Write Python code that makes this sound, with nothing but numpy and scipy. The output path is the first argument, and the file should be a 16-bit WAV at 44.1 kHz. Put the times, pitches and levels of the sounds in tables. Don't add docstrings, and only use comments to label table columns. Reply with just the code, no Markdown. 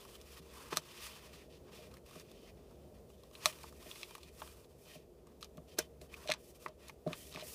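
import sys
import numpy as np
from scipy import signal
from scipy.fft import rfft, irfft, next_fast_len
from scipy.io import wavfile
from scipy.ndimage import uniform_filter1d

SR = 44100
rng = np.random.default_rng(int(sys.argv[2]) if len(sys.argv) > 2 else 0)


def bounce(signal):
    frames = np.transpose(np.atleast_2d(signal))
    limited = np.clip(frames, -1, 1)
    pcm = np.round(limited * 32767).astype(np.int16)
    wavfile.write(sys.argv[1], SR, pcm)


N = 332514


def undb(db):
    return 10 ** (np.asarray(db) / 20)


def at_rms(x, db):
    return x * undb(db) / np.sqrt(np.mean(x ** 2))


def at_peak(x, db):
    return x * undb(db) / np.abs(x).max()


def decay(t, t60):
    return np.exp(-np.log(1000) * t / t60)


def ring(x, hz, *widths_hz):
    for width_hz in widths_hz:
        x = signal.lfilter(*signal.iirpeak(hz, hz / width_hz, fs=SR), x)
    return x


def colour(x, points):
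    hz, db = np.transpose(points)
    size = next_fast_len(len(x))
    bin_hz = np.maximum(np.arange(size // 2 + 1) * SR / size, 1)
    gain = undb(np.interp(np.log(bin_hz), np.log(hz), db))
    return irfft(rfft(x, size) * gain, size)[:len(x)]


def wander(rate_hz):
    hold = int(SR / rate_hz)
    steps = np.repeat(rng.standard_normal(N // hold + 1), hold)
    smooth = uniform_filter1d(uniform_filter1d(steps, hold), hold)[:N]
    return smooth / smooth.std()


def add(track, start_s, sound):
    i = int(start_s * SR)
    track[i:i + len(sound)] += sound[:N - i]


# frequency in Hz, relative spectral density in dB.
AIR_SPECTRUM = [(15, -55.5), (25, -59), (35, -16.5), (61, -1), (99, -8), (221, -7), (322, -11.5), (469, -7),
                (722, -16.5), (895, -24), (1200, -30), (1620, -36.5), (2300, -39), (3500, -38),
                (15500, -39)]
# frequency in Hz, bandwidth of each resonator in Hz, RMS level in dB.
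DUCT_DRONES = [(52.4, 3.7, -75), (70.45, 4.7, -68), (145.7, 4.8, -76), (354.3, 12, -71.5), (403.2, 42, -69),
               (465.5, 40, -71), (618, 57, -73)]

def ventilation():
    air = at_rms(colour(rng.standard_normal(N), AIR_SPECTRUM), db=-61) * undb(1.3 * wander(5.1))
    for hz, width_hz, db in DUCT_DRONES:
        drone = ring(rng.standard_normal(N), hz, width_hz, width_hz)
        air += at_rms(drone, db) * undb(1.2 * wander(4))
    return air


def room(x):
    t = np.arange(int(.3 * SR)) / SR
    envelope = undb(9) * decay(t, t60=.025) + decay(t, t60=.058)
    response = rng.standard_normal(len(t)) * envelope * np.clip(t / .0015, 0, 1)
    response += .6 * ring(response, 3350, 6700)
    return signal.fftconvolve(x, response * undb(-7.5) / np.sqrt(np.sum(response ** 2)))[:N]


# centre in Hz, bandwidth in Hz, share of amplitude lost.
COLOUR_DIPS = [(770, 110, 0.57), (1407, 140, 0.39)]

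def colour_dips(x):
    for hz, width_hz, share in COLOUR_DIPS:
        x = x - share * ring(x, hz, width_hz)
    return x


# frequency in Hz, T60 in seconds, gain in dB.
TABLE_MODES = [
    [(161, 0.11, -1.5), (258, 0.085, -5.5)],
    [(399.4, 0.023, 2), (454, 0.067, -6)],
    [(621.6, 0.092, 4.5), (686.5, 0.049, -0.5)],
]
# start in seconds, peak level of the low group in dB before each mode's gain,
# offsets from it of the middle and upper groups in dB.
FINGER_KNOCKS = [(0.393, -53.5, -11, -22), (0.7244, -46.5, 9.5, -6), (0.768, -52.5, 6.5, 3),
                 (1.332, -55, -11, -12), (1.79, -69.5, 7, 12.5), (2.158, -50.5, 0, -5),
                 (3.458, -57, -2, 17.5), (3.859, -58, 3, 3), (4.249, -56.5, -5, -20),
                 (4.417, -58.5, -14, -0.5), (4.954, -52, -6, -3.5), (5.574, -47, -11.5, -8),
                 (5.786, -51, 18, 10.5), (6.015, -58, 4, 2.5), (6.256, -65.5, -8, 14),
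                 (6.292, -46, -21, 11), (6.658, -62.5, 14.5, 6.5), (6.69, -67, -8, 9), (6.895, -61, -6, -9),
                 (7.064, -33.5, -1, -3), (7.105, -45, -1, -3), (7.351, -46, -5.5, -7.5),
                 (7.373, -51.5, 3, 1), (7.423, -58, -15, 10)]

def finger_knocks():
    out, t = np.zeros(N), np.arange(16384) / SR
    contact_s = .002
    push = np.sin(np.pi * np.clip(t / contact_s, 0, 1)) ** 2
    for start_s, db, middle_db, upper_db in FINGER_KNOCKS:
        for group, group_db in zip(TABLE_MODES, (db, db + middle_db, db + upper_db)):
            for hz, t60, mode_db in group:
                width_hz = np.log(1000) / np.pi / t60
                mode = ring(push, hz, width_hz, .6 * hz)
                add(out, start_s, at_peak(mode, group_db + mode_db))
    return out


def fibre_grit(ticks_per_s, scatter_db):
    timing, size, polarity = rng.random((3, N))
    size_db = scatter_db * np.minimum(-np.log(size + 1e-9), 3)
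    ticks = (timing < ticks_per_s / SR) * undb(size_db) * np.sign(polarity - .5)
    return rng.standard_normal(N) + 3 * ring(ticks, 5000, 6000)


# start and end in seconds, hiss level at start and end in dB
# before the stutter, offsets from the hiss of the treble and the low mids in dB.
HAND_STROKES = [(0.0, 0.164, -65.5, -63.5, -0.5, -3.5), (0.184, 0.39, -70, -61.5, 0, -2.5),
                (0.418, 0.527, -68, -67, -1.5, -1.5), (0.537, 0.688, -61.5, -63, 0, 0.5),
                (0.708, 0.74, -57, -48.5, -4.5, 1.5), (0.765, 0.797, -45, -59, -3, -2),
                (0.82, 1.004, -63, -58.5, -3, -2.5), (1.006, 1.067, -54.5, -49.5, -2.5, -7.5),
                (1.073, 1.322, -57, -66.5, -3.5, -4), (1.333, 1.463, -60.5, -69.5, -5.5, -6),
                (1.504, 1.568, -67, -64, -11, -11), (1.604, 1.695, -87, -69, -14, 2),
                (1.72, 1.871, -62, -66, -5, -4), (1.91, 1.981, -74.5, -74, -1, 5),
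                (2.062, 2.212, -66.5, -62.5, -1.5, -3), (2.244, 2.503, -70, -67.5, -7, -7.5),
                (2.555, 2.883, -77, -80, -15, -5), (2.947, 3.055, -73.5, -85, -9, -9),
                (3.095, 3.105, -74, -78, 4, -8), (3.135, 3.306, -80, -78.5, 1, -3),
                (3.335, 3.395, -69.5, -63.5, 3.5, 2.5), (3.407, 3.462, -56.5, -51, -5.5, -2),
                (3.461, 3.515, -45.5, -59, 2, -4), (3.526, 3.696, -64.5, -66.5, 1, -2),
                (3.71, 3.923, -76.5, -58, 2, -4.5), (3.93, 4.029, -62, -58, 0, -7),
                (4.045, 4.19, -61, -69.5, 0, -4.5), (4.207, 4.29, -69, -63, -3.5, -9),
                (4.316, 4.407, -79, -64.5, 5, -3), (4.425, 4.647, -63.5, -76, 3, 0),
                (4.696, 4.767, -77, -83, 3, -4), (4.788, 4.86, -76.5, -77.5, 7.5, -4),
                (4.857, 4.938, -66, -60, -3.5, -7.5), (4.948, 5.037, -62.5, -80.5, -4, -12),
                (5.267, 5.32, -85, -83, -8, 9), (5.427, 5.454, -62, -64, -9, -9),
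                (5.682, 5.726, -64.5, -64.5, -7, -13), (5.74, 5.78, -79, -83, 4, -5),
                (5.791, 5.87, -42, -82, -5, -5), (6.017, 6.077, -69.5, -82, 4, 0),
                (6.096, 6.142, -70.5, -57.5, -3, -4), (6.165, 6.277, -67, -62.5, 1, 5),
                (6.294, 6.369, -48, -67, -21, 5), (6.384, 6.504, -78.5, -68.5, 8, -10),
                (6.55, 6.561, -71.5, -68.5, 4, -4), (6.599, 6.654, -70, -66, 3.5, -4),
                (6.683, 6.73, -68, -85, -13, 5), (6.795, 6.891, -71.5, -62.5, -2.5, -4.5),
                (6.886, 6.94, -75, -83, 5, -4), (7.068, 7.142, -69, -58.5, -3, 4),
                (7.156, 7.31, -64.5, -65.5, 7, -9), (7.316, 7.418, -61.5, -54, -8.5, -5),
                (7.435, 7.538, -66.5, -59, 9, -7)]

def stroke_gains():
    grip_s, let_go_s = .006, .013
    resting_db = -85
    t, power = np.arange(N) / SR, np.full((3, N), undb(resting_db) ** 2)
    for start, end, start_db, end_db, treble_db, low_db in HAND_STROKES:
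        edges = np.exp(np.minimum(t - start, 0) / grip_s - np.maximum(t - end, 0) / let_go_s)
        glide = undb(np.interp(t, [start, end], [start_db, end_db]))
        power += (edges * glide * undb([[0], [treble_db], [low_db]])) ** 2
    return np.sqrt(power)


# frequency in Hz, relative gain in dB.
FRICTION_SPECTRUM = [(880, -56.5), (1500, -23), (2590, 1.5), (2830, -0.5), (3090, -5), (4570, -4),
                     (5450, -5.5), (6960, -11), (8880, -11.5), (15500, -17)]
# frequency in Hz, bandwidth in Hz before widening by 1.1, relative gain in dB.
SHEET_MODES = [(1856, 140, 5.5), (2410, 39, -6), (3094, 80, -0.5), (3470, 140, -7), (5000, 620, -23),
               (5650, 52, -20.5), (6530, 250, -19), (9300, 120, -12)]

def sliding_paper():
    hiss_gain, treble_gain, low_gain = stroke_gains()
    friction = colour(fibre_grit(ticks_per_s=320, scatter_db=3.5), FRICTION_SPECTRUM)
    hiss = signal.sosfiltfilt(signal.butter(2, 7000, fs=SR, output="sos"), friction)
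    treble = friction - hiss
    flicker_db = 4.2
    ringing = sum(undb(db + flicker_db * wander(35)) * ring(hiss, hz, 1.1 * width_hz)
                  for hz, width_hz, db in SHEET_MODES)
    low_mids = ring(fibre_grit(ticks_per_s=300, scatter_db=1.5), 1098, 550, 1200)
    stutter_db = .97 * wander(40) + wander(120)
    return (hiss_gain * at_rms(hiss + 1.8 * ringing, 0) * undb(stutter_db + .52 * wander(40))
            + treble_gain * at_rms(treble, 0) * undb(1.3 * stutter_db)
            + low_gain * at_rms(low_mids, 0) * undb(stutter_db + 1.3 * wander(20)))


# time in seconds, peak level of the main band in dB, its centre in Hz,
# its first resonator's bandwidth over that centre, offsets of the treble and low-mid peaks in dB.
BUCKLES = [(0.051, -53, 2500, 0.89, 7, 6.5), (0.1535, -45.5, 3260, 0.33, -2, -11),
           (0.214, -46.5, 2970, 1, 1, -29), (0.7242, -49, 2690, 1, -4, 17),
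           (0.7286, -30.5, 3100, 0.6, -19, 1.5), (0.739, -39, 3290, 1.3, -12, -21),
           (0.7711, -13.5, 4400, 0.61, -6, -9), (1.0227, -48, 2700, .68, -10, -16),
           (1.0663, -47, 2800, .46, -11, -5), (1.3412, -52, 3570, .33, -12, -7),
           (1.9147, -56, 2730, 0.72, -10, -16), (1.9403, -53.5, 3250, 0.59, 1, -1),
           (1.9697, -48.5, 2130, 0.83, -7, -12), (2.0629, -55, 3440, 1.3, 0, -20),
           (2.11, -54, 3130, 0.78, 3, 1), (2.1571, -55, 2920, .85, 1, 3),
           (2.1978, -45.5, 5150, .42, -7, -16), (2.315, -51.5, 3400, 0.31, -1, -10),
           (2.7105, -62, 3860, .68, -3, 5.5), (3.1014, -57.5, 3050, .65, -6, -1),
           (3.2352, -52, 3550, 0.62, -2, -5), (3.312, -55, 3000, 0.91, -7, -5),
           (3.3528, -38, 3260, 0.36, -16, -17), (3.458, -7.5, 2500, 1.38, -12, -9),
           (3.5272, -44.5, 2700, 0.27, -15, -24), (3.587, -46, 3110, 0.92, -9, -19),
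           (3.612, -54.5, 3380, 0.38, -3, -3), (3.6337, -41.5, 2820, 1, -5, -7),
           (3.639, -57, 2000, 1, -3, 15.5), (3.7257, -52.5, 3670, 1.2, 1, 1),
           (3.8266, -50, 3090, 0.56, -14, -3), (3.9135, -36, 3260, .16, -12, -31),
           (3.958, -43.5, 2400, 0.93, -11, -7), (4.0316, -30, 2890, 0.42, -13, -14.5),
           (4.109, -47, 2910, 1, -5, -1), (4.1517, -40, 2800, 0.37, 0, -1.5),
           (4.181, -43.5, 3910, 1.2, -8, -3.5), (4.2323, -42.5, 3680, 0.88, -8, -18),
           (4.405, -49, 2300, 1, -4, -3), (4.4184, -44.5, 2560, 0.22, -18, 10.5),
           (4.476, -46.5, 3000, 0.52, -3, -2), (4.645, -58, 3000, 0.7, -11, -4),
           (5.2703, -57, 3600, 1.3, -4, 2), (5.4095, -51, 3500, 1, -4, -9), (5.416, -54, 3000, 1, 2, -13),
           (5.4277, -33, 3510, 0.48, -12, -8.5), (5.445, -42, 3700, .8, -5, -16),
           (5.572, -53.5, 3500, 0.84, 2, -9), (5.58, -55, 1700, 0.82, -13, 6),
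           (5.786, -28, 3540, 0.39, 2, -4), (5.7892, -17.5, 5200, 0.39, 3, -31),
           (5.7906, -26, 1510, 0.3, -14, -30), (6.0147, -45.5, 3360, 1.15, -10, -31),
           (6.141, -38.5, 2360, .3, -16, -26), (6.228, -50, 1800, 0.33, -12, -10),
           (6.2752, -33.5, 3570, 0.8, -16, -30), (6.2849, -35, 3100, 0.38, -19, -14),
           (6.2898, -30, 3800, 0.4, -21, -9), (6.3015, -22, 2960, 0.79, -24, -8),
           (6.3143, -22, 2300, 0.71, -22, -11), (6.3194, -15.5, 2470, 1.02, -24, -24),
           (6.3381, -27.5, 3300, 0.96, -22, -16), (6.662, -32, 1917, 0.26, -25, 6),
           (6.683, -48, 4100, 0.68, -8, -9), (6.8833, -42.5, 3930, 0.54, -1, -16),
           (6.896, -39.5, 2340, 0.43, -8.5, -2.5), (7.0751, -44.5, 3190, 0.72, -16, -1),
           (7.131, -31.5, 2630, 0.52, -22, -8.5), (7.3261, -44, 3720, 0.24, -2, -23),
           (7.3403, -41, 3470, .48, -8, -17), (7.347, -39, 3610, 0.32, -7, -6),
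           (7.36, -33.5, 2540, .54, -21, -21), (7.3713, -53.5, 2400, .81, -5, 14),
           (7.3853, -48, 3620, 0.32, -8, -17), (7.397, -38.5, 3120, .54, -16, -24),
           (7.4102, -40, 3680, 0.3, -12, -26), (7.425, -45.5, 2540, 0.36, -9, -8)]

def buckling_snaps():
    creak_rise_s, creak_db, rattle_t60_s = .0012, -9, .016
    echo_s, echo_share = .0005, .75
    out, lead = np.zeros(N), 512
    t = (np.arange(4096) - lead) / SR
    tick = 1. * (t == 0)
    tick[lead + int(echo_s * SR)] = echo_share
    envelope = np.where(t < 0, undb(creak_db) * np.exp(t / creak_rise_s), decay(t, rattle_t60_s))
    for time_s, db, hz, relative_width, treble_db, low_db in BUCKLES:
        rattle_db = -31 - .42 * db
        burst = tick + undb(rattle_db) * rng.standard_normal(len(t)) * envelope
        width_hz = hz * relative_width
        main = at_peak(ring(burst, hz, width_hz, 2 * width_hz), db)
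        treble = at_peak(ring(burst, 9100, 16000, 14000), db + treble_db)
        low_mids = at_peak(ring(burst, 1098, 260, 610), db + low_db)
        add(out, time_s - lead / SR, main - treble + low_mids)
    return out


def scene():
    impacts = buckling_snaps() + finger_knocks()
    folding = colour_dips(impacts + room(impacts) + sliding_paper())
    return (folding + ventilation())[None]


def record(dry):
    return signal.sosfilt(signal.ellip(10, .2, 70, 15450, fs=SR, output="sos"), dry)


dry = scene()
out = record(dry)
bounce(out)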